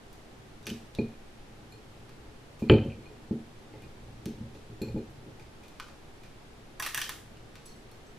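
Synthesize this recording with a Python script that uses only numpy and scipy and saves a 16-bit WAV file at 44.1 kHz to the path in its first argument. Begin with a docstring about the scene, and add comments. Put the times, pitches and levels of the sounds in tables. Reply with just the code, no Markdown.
"""Motor stator worked loose on a bench

A heavy motor stator is worked loose from its housing on a workbench in a quiet room, then lifted out and turned.
Its weight thuds into the modes of the bench top; housing, loose part, steel and a small part ring in modes too.
Small hard contacts snap as filtered noise bursts. Sharp sounds and thuds leave a short noise-built room tail.
Underneath lie a bench murmur fed by hand pressure and a soft, steady room noise."""
import sys
import numpy as np
from scipy import signal
from scipy.fft import rfft, irfft
from scipy.io import wavfile

SR = 44100
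rng = np.random.default_rng(int(sys.argv[2]) if len(sys.argv) > 2 else 0)


def inscribe(sig):
    """Save sig as 16-bit PCM at rate SR to the path in sys.argv[1].

    A 1-D sig is mono; a 2-D sig holds one channel per row.
    Samples are clipped to [-1, 1] before scaling.
    """
    pcm = np.round(np.clip(np.atleast_2d(sig).T, -1, 1) * 32767)
    wavfile.write(sys.argv[1], SR, pcm.astype(np.int16))


N = 360738  # samples


def from_db(db):
    """Gain of a level in dB."""
    return 10 ** (np.asarray(db) / 20)


def rms_one(x):
    """Scaled to unit rms."""
    return x / np.sqrt(np.mean(x ** 2) + 1e-20)


def at_hz(points, hz, column=1):
    """One column of a table, interpolated on a log-frequency axis."""
    table = np.array(points)
    return np.interp(np.log(np.maximum(hz, 1)), np.log(table[:, 0]), table[:, column])


def add(into, s, sound):
    """Mixes a short sound in at a time in seconds."""
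    i = round(s * SR)
    into[i:i + len(sound)] += sound[:N - i]


def ring(force, hz, t60_s):
    """Two-pole resonator: a unit click sets a decaying sine of height 1 ringing."""
    radius = from_db(-60 / (t60_s * SR))
    angle = 2 * np.pi * hz / SR
    feedback = [1, -2 * radius * np.cos(angle), radius * radius]
    return signal.lfilter([0, np.sin(angle)], feedback, force + 1e-18)


def favouring(favoured_hz, octave_db):
    """Mode weighting in dB: octave_db times the squared distance in octaves from the pitch favoured_hz."""
    return lambda hz: octave_db * np.log2(hz / favoured_hz) ** 2


SCATTER_DB, DETUNE = 1.5, 0.006  # largest random change of a mode per blow: level (+-dB), pitch (+-fraction)
BASS_LAG_CYCLES = 0.38  # each mode starts this part of its own cycle late


def struck(modes, force, weight_db, spread_ms, together=False):
    """One blow sets all modes ringing, each with its own strength, delay, pitch shift and (unless together) sign."""
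    luck = rng.random((len(modes), 4))
    gains = from_db([db + weight_db(hz) for hz, db, t60_s in modes])
    out = np.zeros(SR // 2)
    for gain, (hz, db, t60_s), (sign, strength, wait, shift) in zip(gains, modes, luck):
        late_force = np.zeros(SR // 2)
        add(late_force, wait * spread_ms / 1000 + BASS_LAG_CYCLES / hz, force)
        polarity = 1 if together else np.sign(sign - 0.5)
        height = polarity * gain * from_db(SCATTER_DB * (2 * strength - 1))
        out += height * ring(late_force, hz * (1 + DETUNE * (2 * shift - 1)), t60_s)
    return out / np.sqrt(np.sum(gains ** 2)) / force.sum()


# Weight landing on the bench. Each row: start in seconds, level in dB,
# bass tilt in dB per octave below PIVOT_HZ, treble tilt in dB per octave above it.
THUDS = [(0.666, -34.5, -1, 3.5), (0.684, -36, -12, -17), (0.709, -30, -10.5, -11), (0.985, -18, -10, -4),
         (2.2, -36, 19, -4), (2.62, -20.5, -18, -10.5), (2.697, -3, -2.5, -1), (2.716, -14.5, -25, 6),
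         (2.735, -17, 4, 8), (2.849, -22.5, -0.5, -3.5), (2.971, -42.5, -15, -6), (3.016, -43, -15, -13),
         (3.099, -42.5, -28, 3), (3.308, -20.5, -12.5, -9.5), (3.736, -36, 10, 13), (3.83, -39, 5.5, -2),
         (4.077, -33, 16, 14), (4.259, -24.5, -24, -12), (4.403, -30, -2, -17), (4.549, -39, 1, 1.5),
         (4.692, -37, 3, -9), (4.814, -24.5, -9.5, -1), (4.875, -28, 8.5, 7), (4.943, -23.5, -13.5, -12),
         (4.959, -26, -11, 2.5), (5.069, -41.5, 13, -8), (5.262, -37.5, 3, 3.5), (5.387, -45, 7.5, 13)]
# Bench-top modes. Each row: frequency in Hz, level in dB, t60 in seconds.
BENCH_MODES = [(30, -11.5, 0.25), (66, -0.5, 0.43), (96.1, -3.5, 0.56), (115.1, 6.5, 0.29), (147, 2, 0.26),
               (200.6, 0.5, 0.1), (213.2, -2, 0.27), (230.2, 0.5, 0.25), (276.3, -9.5, 0.31),
               (313.2, 2.5, 0.18), (366, -2, 0.18), (382, -6.5, 0.3), (419, 0.5, 0.22), (456.2, -4.5, 0.2),
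               (514.3, -2, 0.15), (547, -1.5, 0.24), (616, -12, 0.07), (657, -18, 0.18), (746, -16, 0.28),
               (770, -14, 0.089), (861, -12.5, 0.07)]
PIVOT_HZ, LANDING_SPREAD_MS = 220, 0.94
RAP_HZ, RAP_DB = 480, -5  # extra weight of the modes above RAP_HZ
BENCH_RADIATES_HZ = 85  # below this the two faces of the bench top cancel each other


def thuds():
    """A soft push of about 1 ms excites the bench; each landing has its own bass and treble tilt about PIVOT_HZ."""
    out = np.zeros(N)
    push = np.hanning(40)
    for s, db, bass_db, treble_db in THUDS:
        def tilt(hz):
            octaves = np.log2(hz / PIVOT_HZ)
            return bass_db * max(-octaves, 0) + treble_db * max(octaves, 0) + RAP_DB * (hz > RAP_HZ)
        add(out, s, from_db(db) * struck(BENCH_MODES, push, tilt, LANDING_SPREAD_MS, together=True))
    radiation = signal.butter(2, BENCH_RADIATES_HZ, "high", fs=SR, output="sos")
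    return signal.sosfilt(radiation, out)


# Housing knocked hard, bouncing and chattering. Each row: start in seconds, level in dB,
# reference pitch in Hz, weight one octave away in dB.
KNOCKS = [(2.6974, -7.5, 3100, 1.5), (2.7055, -31, 3100, 3), (2.719, -34, 2700, -10),
          (2.738, -29, 3100, -5), (2.755, -39, 3100, -20), (2.783, -31.5, 2300, -33),
          (2.838, -42, 3100, -60), (2.851, -42, 3100, -60), (2.872, -45, 3100, -58),
          (2.899, -45, 2540, -250), (2.919, -42, 2550, -250)]
# Housing modes. Each row: frequency in Hz, level in dB, t60 in seconds.
HOUSING_MODES = [(950, -14, 0.041), (1090, -7.5, 0.012), (1300, -7, 0.021), (1634, -10.5, 0.06),
                 (1830, -2.5, 0.011), (2023, -13.5, 0.06), (2300, -16, 0.12), (2350, -12.5, 0.13),
                 (2476, -10, 0.11), (2650, -6.5, 0.03), (2720, -24, 0.095), (2730, -29, 0.11),
                 (2960, -13, 0.015), (3030, -24, 0.2), (3070, 7, 0.02), (3106, -32, 0.18),
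                 (3200, -27, 0.061), (3160, -10, 0.017), (3870, -20, 0.015), (4200, -27, 0.073),
                 (4540, -17, 0.044)]


def knock():
    """Housing modes driven by a pulse a little blunter than a click."""
    out = np.zeros(N)
    for s, db, reference_hz, octave_db in KNOCKS:
        weight = favouring(reference_hz, octave_db)
        add(out, s, from_db(db) * struck(HOUSING_MODES, np.hanning(12), weight, spread_ms=0.3))
    return out


# Hard little snaps. Each row: start in seconds, nominal peak in dB, body pitch in Hz,
# ring over body in dB, treble over body in dB, room send in dB.
SNAPS = [(0.129, -44.5, 1420, -4, 28, -2), (0.629, -48, 3750, -2, -3, -1), (0.657, -40, 6050, 19, -10, -9),
         (0.668, -24.5, 2470, -11, -5, -2), (0.672, -37, 5940, 0, -10, -2),
         (0.7012, -27, 3070, 5, -12, -14), (0.95, -34, 3830, 2, -17, -8), (2.093, -44, 1710, -21, -11, -4),
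         (2.593, -51.5, 2490, -17, 2, 11), (2.849, -50, 3000, -1, -7, -13),
         (3.731, -49.5, 2110, 12, -11, 4), (3.821, -46, 2400, -4, 0, -1),
         (4.257, -30.5, 3150, -30, -2.5, -7), (4.547, -50, 2440, -23, -14, 3), (4.817, -44, 2340, -8, 0, 5),
         (5.103, -53, 1440, -11, 9, -3), (5.397, -43.5, 2360, -4, -18, 0), (5.634, -49, 2520, -1, -3, 6),
         (5.682, -45.5, 4440, -10, 1, -3), (5.799, -25, 1460, -10, -25, -6),
         (5.884, -44, 1350, -18, -11, 1), (6.234, -45, 2370, -4, -9, 2), (6.798, -23, 1120, -3, 5.5, 0.5),
         (6.824, -24, 2020, -26, -3, 4.5), (6.863, -20, 1900, -12, 0, -1.5), (6.833, -34, 3580, -5, -6, -6),
         (6.873, -26, 1380, -11, 1, -19), (6.946, -16, 1900, -14, 3.5, -3),
         (6.976, -18.5, 1910, -8, 1.5, -0.5), (7.016, -18, 3170, -2, -1.5, -3),
         (7.093, -20.5, 2140, -16, 0.5, -4.5), (7.37, -47, 2840, 3, -15, -5),
         (7.555, -39, 2140, -21, -14, -2.5), (7.656, -47, 5970, -24, 2, 7),
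         (7.914, -47.5, 1070, -13, 15, 0)]
SNAP_CREST_DB = 21.5  # nominal peak over rms
BODY_Q, RING_Q, TREBLE_HZ = 0.85, 14.0, 4850
WINDOW_MS, DECAY_MS = 1.7, 1.7 / 0.3  # time constants before and after whitening


def snaps():
    """Short bursts through a broad body resonance, a narrow ring and a bright edge: sound close by, room send."""
    near, far = np.zeros(N), np.zeros(N)
    t_ms = np.arange(1500) / SR * 1000
    noises = rng.standard_normal((len(SNAPS), 1500))
    edge = signal.butter(2, TREBLE_HZ, "high", fs=SR, output="sos")
    for (s, db, hz, ring_db, treble_db, room_db), noise in zip(SNAPS, noises):
        spectrum = rfft(noise * np.exp(-t_ms / WINDOW_MS))
        whitened = irfft(spectrum / np.abs(spectrum))
        burst = whitened * np.exp(-t_ms / DECAY_MS)
        body = signal.lfilter(*signal.iirpeak(hz, BODY_Q, fs=SR), burst)
        body = signal.lfilter(*signal.butter(2, 0.33 * hz, "high", fs=SR), body)  # too small to radiate bass
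        narrow = signal.lfilter(*signal.iirpeak(hz, RING_Q, fs=SR), burst)
        treble = signal.sosfilt(edge, burst)
        blend = rms_one(body) + from_db(ring_db) * rms_one(narrow) + from_db(treble_db) * rms_one(treble)
        snap = from_db(db - SNAP_CREST_DB) * rms_one(blend)
        add(near, s, snap)
        add(far, s, from_db(room_db) * snap)
    return near, far


# Loose part rattling. Each row: start in seconds, level in dB, reference pitch in Hz, weight one octave away in dB.
RATTLES = [(6.799, -26, 1150, 0), (6.823, -31, 1600, 3), (6.863, -32, 1900, -3), (6.945, -28, 4000, -11),
           (6.976, -29, 1900, -0.5), (7.017, -30, 3370, -2), (7.094, -39, 2900, -5)]
# Loose-part modes. Each row: frequency in Hz, level in dB, t60 in seconds.
LOOSE_PART_MODES = [(1130, -2, .05), (1700, 0, .04), (1900, 0, .035), (2750, -7, .03), (3300, -5, .025),
                    (3750, -5, .025), (4600, -9, .02), (5840, -6, .025), (6500, -8, .02), (10200, -5, .012),
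                    (12700, -6, .012), (14700, -8, .012)]


def rattle():
    """Clicks set the loose part's modes ringing, each contact in a colour of its own."""
    out = np.zeros(N)
    for s, db, reference_hz, octave_db in RATTLES:
        weight = favouring(reference_hz, octave_db)
        add(out, s, from_db(db) * struck(LOOSE_PART_MODES, np.ones(1), weight, spread_ms=0.8))
    return out


# Steel touching steel. Each row: start in seconds, level in dB, brightness in dB per octave about 2480 Hz.
TOUCHES = [(0.9864, -37, -13.5), (1.039, -48, -25), (1.139, -60.5, -19), (1.7222, -47.5, -2.5),
           (2.6235, -44, -23), (2.689, -43, -8), (2.715, -40, -2.5), (2.737, -38, -12), (2.8, -62, -12),
           (2.918, -54, -25), (3.057, -49, -15), (3.122, -65, -4), (3.829, -54, -15), (4.818, -38.5, 0.5),
           (4.885, -49.5, -4), (4.972, -53, -4)]
# Steel modes. Each row: frequency in Hz, level in dB, t60 in seconds.
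STEEL_MODES = [(2390, -3, .04), (2445, -6, .16), (2485, -9, .12), (4170, -4, .12), (4225, -6, .1),
               (4334, -8, .08), (4520, -7, .05), (7320, -6, .08), (10550, -11, .06), (11430, -13, .05),
               (12880, -11, .06)]


def steel_touches():
    """Light hard contacts: single clicks into the steel modes."""
    out = np.zeros(N)
    for s, db, tilt_db in TOUCHES:
        touch = struck(STEEL_MODES, np.ones(1), lambda hz: tilt_db * np.log2(hz / 2480), spread_ms=0.26)
        add(out, s, from_db(db) * touch)
    return out


# Small part clinking. Each row: start in seconds, level in dB, favoured pitch in Hz.
CLINKS = [(7.657, -53, 9400), (7.66, -52, 9300), (7.678, -57, 4300), (7.692, -52, 3800), (7.718, -55, 4400),
          (7.762, -63, 9000), (7.697, -60, 6100), (7.71, -61, 6200), (7.918, -57, 4500), (8.065, -59, 7500)]
# Small-part modes. Each row: frequency in Hz, level in dB, t60 in seconds.
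SMALL_PART_MODES = [(4190, -2, 0.06), (4370, 0, .07), (5500, 4, .07), (5660, -3, 0.06), (6160, 6, 0.08),
                    (7900, -6, 0.18), (10230, -4, 0.088), (13000, -10, .15)]
CLINK_OCTAVE_DB = -90  # weight one octave from the favoured pitch


def clinks():
    """Single clicks into the small part, each sounding mainly the modes near its favoured pitch."""
    out = np.zeros(N)
    for s, db, favoured_hz in CLINKS:
        weight = favouring(favoured_hz, CLINK_OCTAVE_DB)
        add(out, s, from_db(db) * struck(SMALL_PART_MODES, np.ones(1), weight, spread_ms=0.31))
    return out


# Early reflections. Each row: delay in ms, level in dB, lowpass corner in Hz.
REFLECTIONS = [(1.7, -6.5, 14000), (6.5, -3.5, 3000)]


def echoes(x):
    """The direct sound plus duller early reflections off bench and wall."""
    out = x.copy()
    for ms, db, lowpass_hz in REFLECTIONS:
        dulled = signal.lfilter(*signal.butter(1, lowpass_hz, fs=SR), x)
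        add(out, ms / 1000, from_db(db) * dulled)
    return out


# Room tail. Each row: frequency in Hz, t60 in seconds, gain on band noise in dB, side over mid in dB.
ROOM = [(314, 0.48, -40.5, -35), (850, 0.36, -22.5, -21), (1960, 0.39, -26, -16), (5230, 0.41, -23, -3),
        (8200, 0.52, -31, 2.5), (14000, 0.36, -31.5, 7)]
GRAIN_DB, GRAIN_S, BUILD_MS = 2.5, 0.06, 1.6  # unevenness, its time constant, linear onset


def room(x):
    """Convolution with half-octave noise bands, each with its own decay and width; uneven at first, then smooth."""
    t = np.arange(SR // 2) / SR
    white = rng.standard_normal((2, 2, len(t)))
    edges_hz = 150 * 2 ** np.arange(0, 7.1, 0.5)
    tail = 0
    for k, (low, high) in enumerate(zip(edges_hz, edges_hz[1:])):
        band = signal.butter(2, [low, high], "band", fs=SR, output="sos")
        mid, side = signal.sosfilt(band, white[k % 2])
        hz = np.sqrt(low * high)
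        decay = from_db(at_hz(ROOM, hz, column=2) - 60 * t / at_hz(ROOM, hz, column=1))
        width = from_db(at_hz(ROOM, hz, column=3))
        tail = tail + decay * (mid + width * side * [[1], [-1]])
    steps = np.repeat(rng.standard_normal(len(t) // 50), 50)
    tail = tail * from_db(GRAIN_DB * steps * np.exp(-t / GRAIN_S))
    tail = tail * np.minimum(t * 1000 / BUILD_MS, 1)
    return signal.fftconvolve(x[None], tail, axes=1)[:, :N]


# Hands pressing and shifting the load. Each row: time in seconds, murmur level in dB.
PRESSING = [(0, -57.5), (.6, -55), (1.3, -59.5), (1.6, -54.5), (3, -53.5), (3.5, -55.5), (4.1, -52),
            (4.45, -48), (4.6, -56), (5, -51), (5.498, -57.5), (6.4, -58.5), (7, -55), (8.18, -58.5)]


def bench_murmur():
    """Noise from unsteady hand pressure feeds the bench modes without a break."""
    s, db = np.transpose(PRESSING)
    force = rng.standard_normal((2, N))
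    hum = np.zeros(N)
    for k, (hz, mode_db, t60_s) in enumerate(BENCH_MODES):
        weighted_db = mode_db - 4.7 * abs(np.log2(hz / 160))
        hum += from_db(weighted_db) * ring(force[k % 2], hz, t60_s)
    return from_db(np.interp(np.arange(N) / SR, s, db)) * rms_one(hum)


# Room-noise spectrum. Each row: frequency in Hz, relative density in dB per Hz.
AIR_SPECTRUM = [(15, 4), (27, 2.5), (42, -13), (52, -7), (64, -2), (82, -21.5), (115, -11), (160, -10.5),
                (240, -10.5), (400, -9), (560, -16), (800, -14.5), (1000, -19.5), (3600, -27),
                (12000, -40.5), (16500, -58)]
# Room-noise width. Each row: frequency in Hz, side over mid in dB.
AIR_SIDE = [(60, -29), (130, -7.5), (290, -3.5), (640, -4.5), (1410, 0), (3100, -1), (6820, -1), (15000, 4)]
AIR_MID_DB = -52  # rms of the mid signal


def air():
    """Steady shaped noise, nearly alike in both channels only in the bass."""
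    hz = np.fft.rfftfreq(N, 1 / SR)
    mid, side = rfft(rng.standard_normal((2, N))) * from_db(at_hz(AIR_SPECTRUM, hz))
    level = from_db(AIR_MID_DB) / np.std(irfft(mid, N))
    return level * irfft(mid + from_db(at_hz(AIR_SIDE, hz)) * side * [[1], [-1]], N)


def scene():
    """Bench and metal sounds sit in the centre; thuds and bright contacts also excite the room."""
    bench, clank, loose = thuds(), knock(), rattle()
    near, far = snaps()
    ringing = steel_touches() + clinks()
    send = far + from_db(-6.5) * bench + from_db(-14.5) * clank + from_db(-13) * loose + from_db(-12) * ringing
    direct = bench + clank + ringing + echoes(near + loose)
    return direct + room(send) + bench_murmur() + air()


CUTOFF_HZ = 16600  # stopband edge, 70 dB down


def record(dry):
    """Rounds the loudest peaks with tanh and cuts the top."""
    rounded = 1.1 * np.tanh(dry / 1.1)
    return signal.sosfilt(signal.cheby2(10, 70, CUTOFF_HZ, fs=SR, output="sos"), rounded)


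dry = scene()
out = record(dry)
inscribe(out)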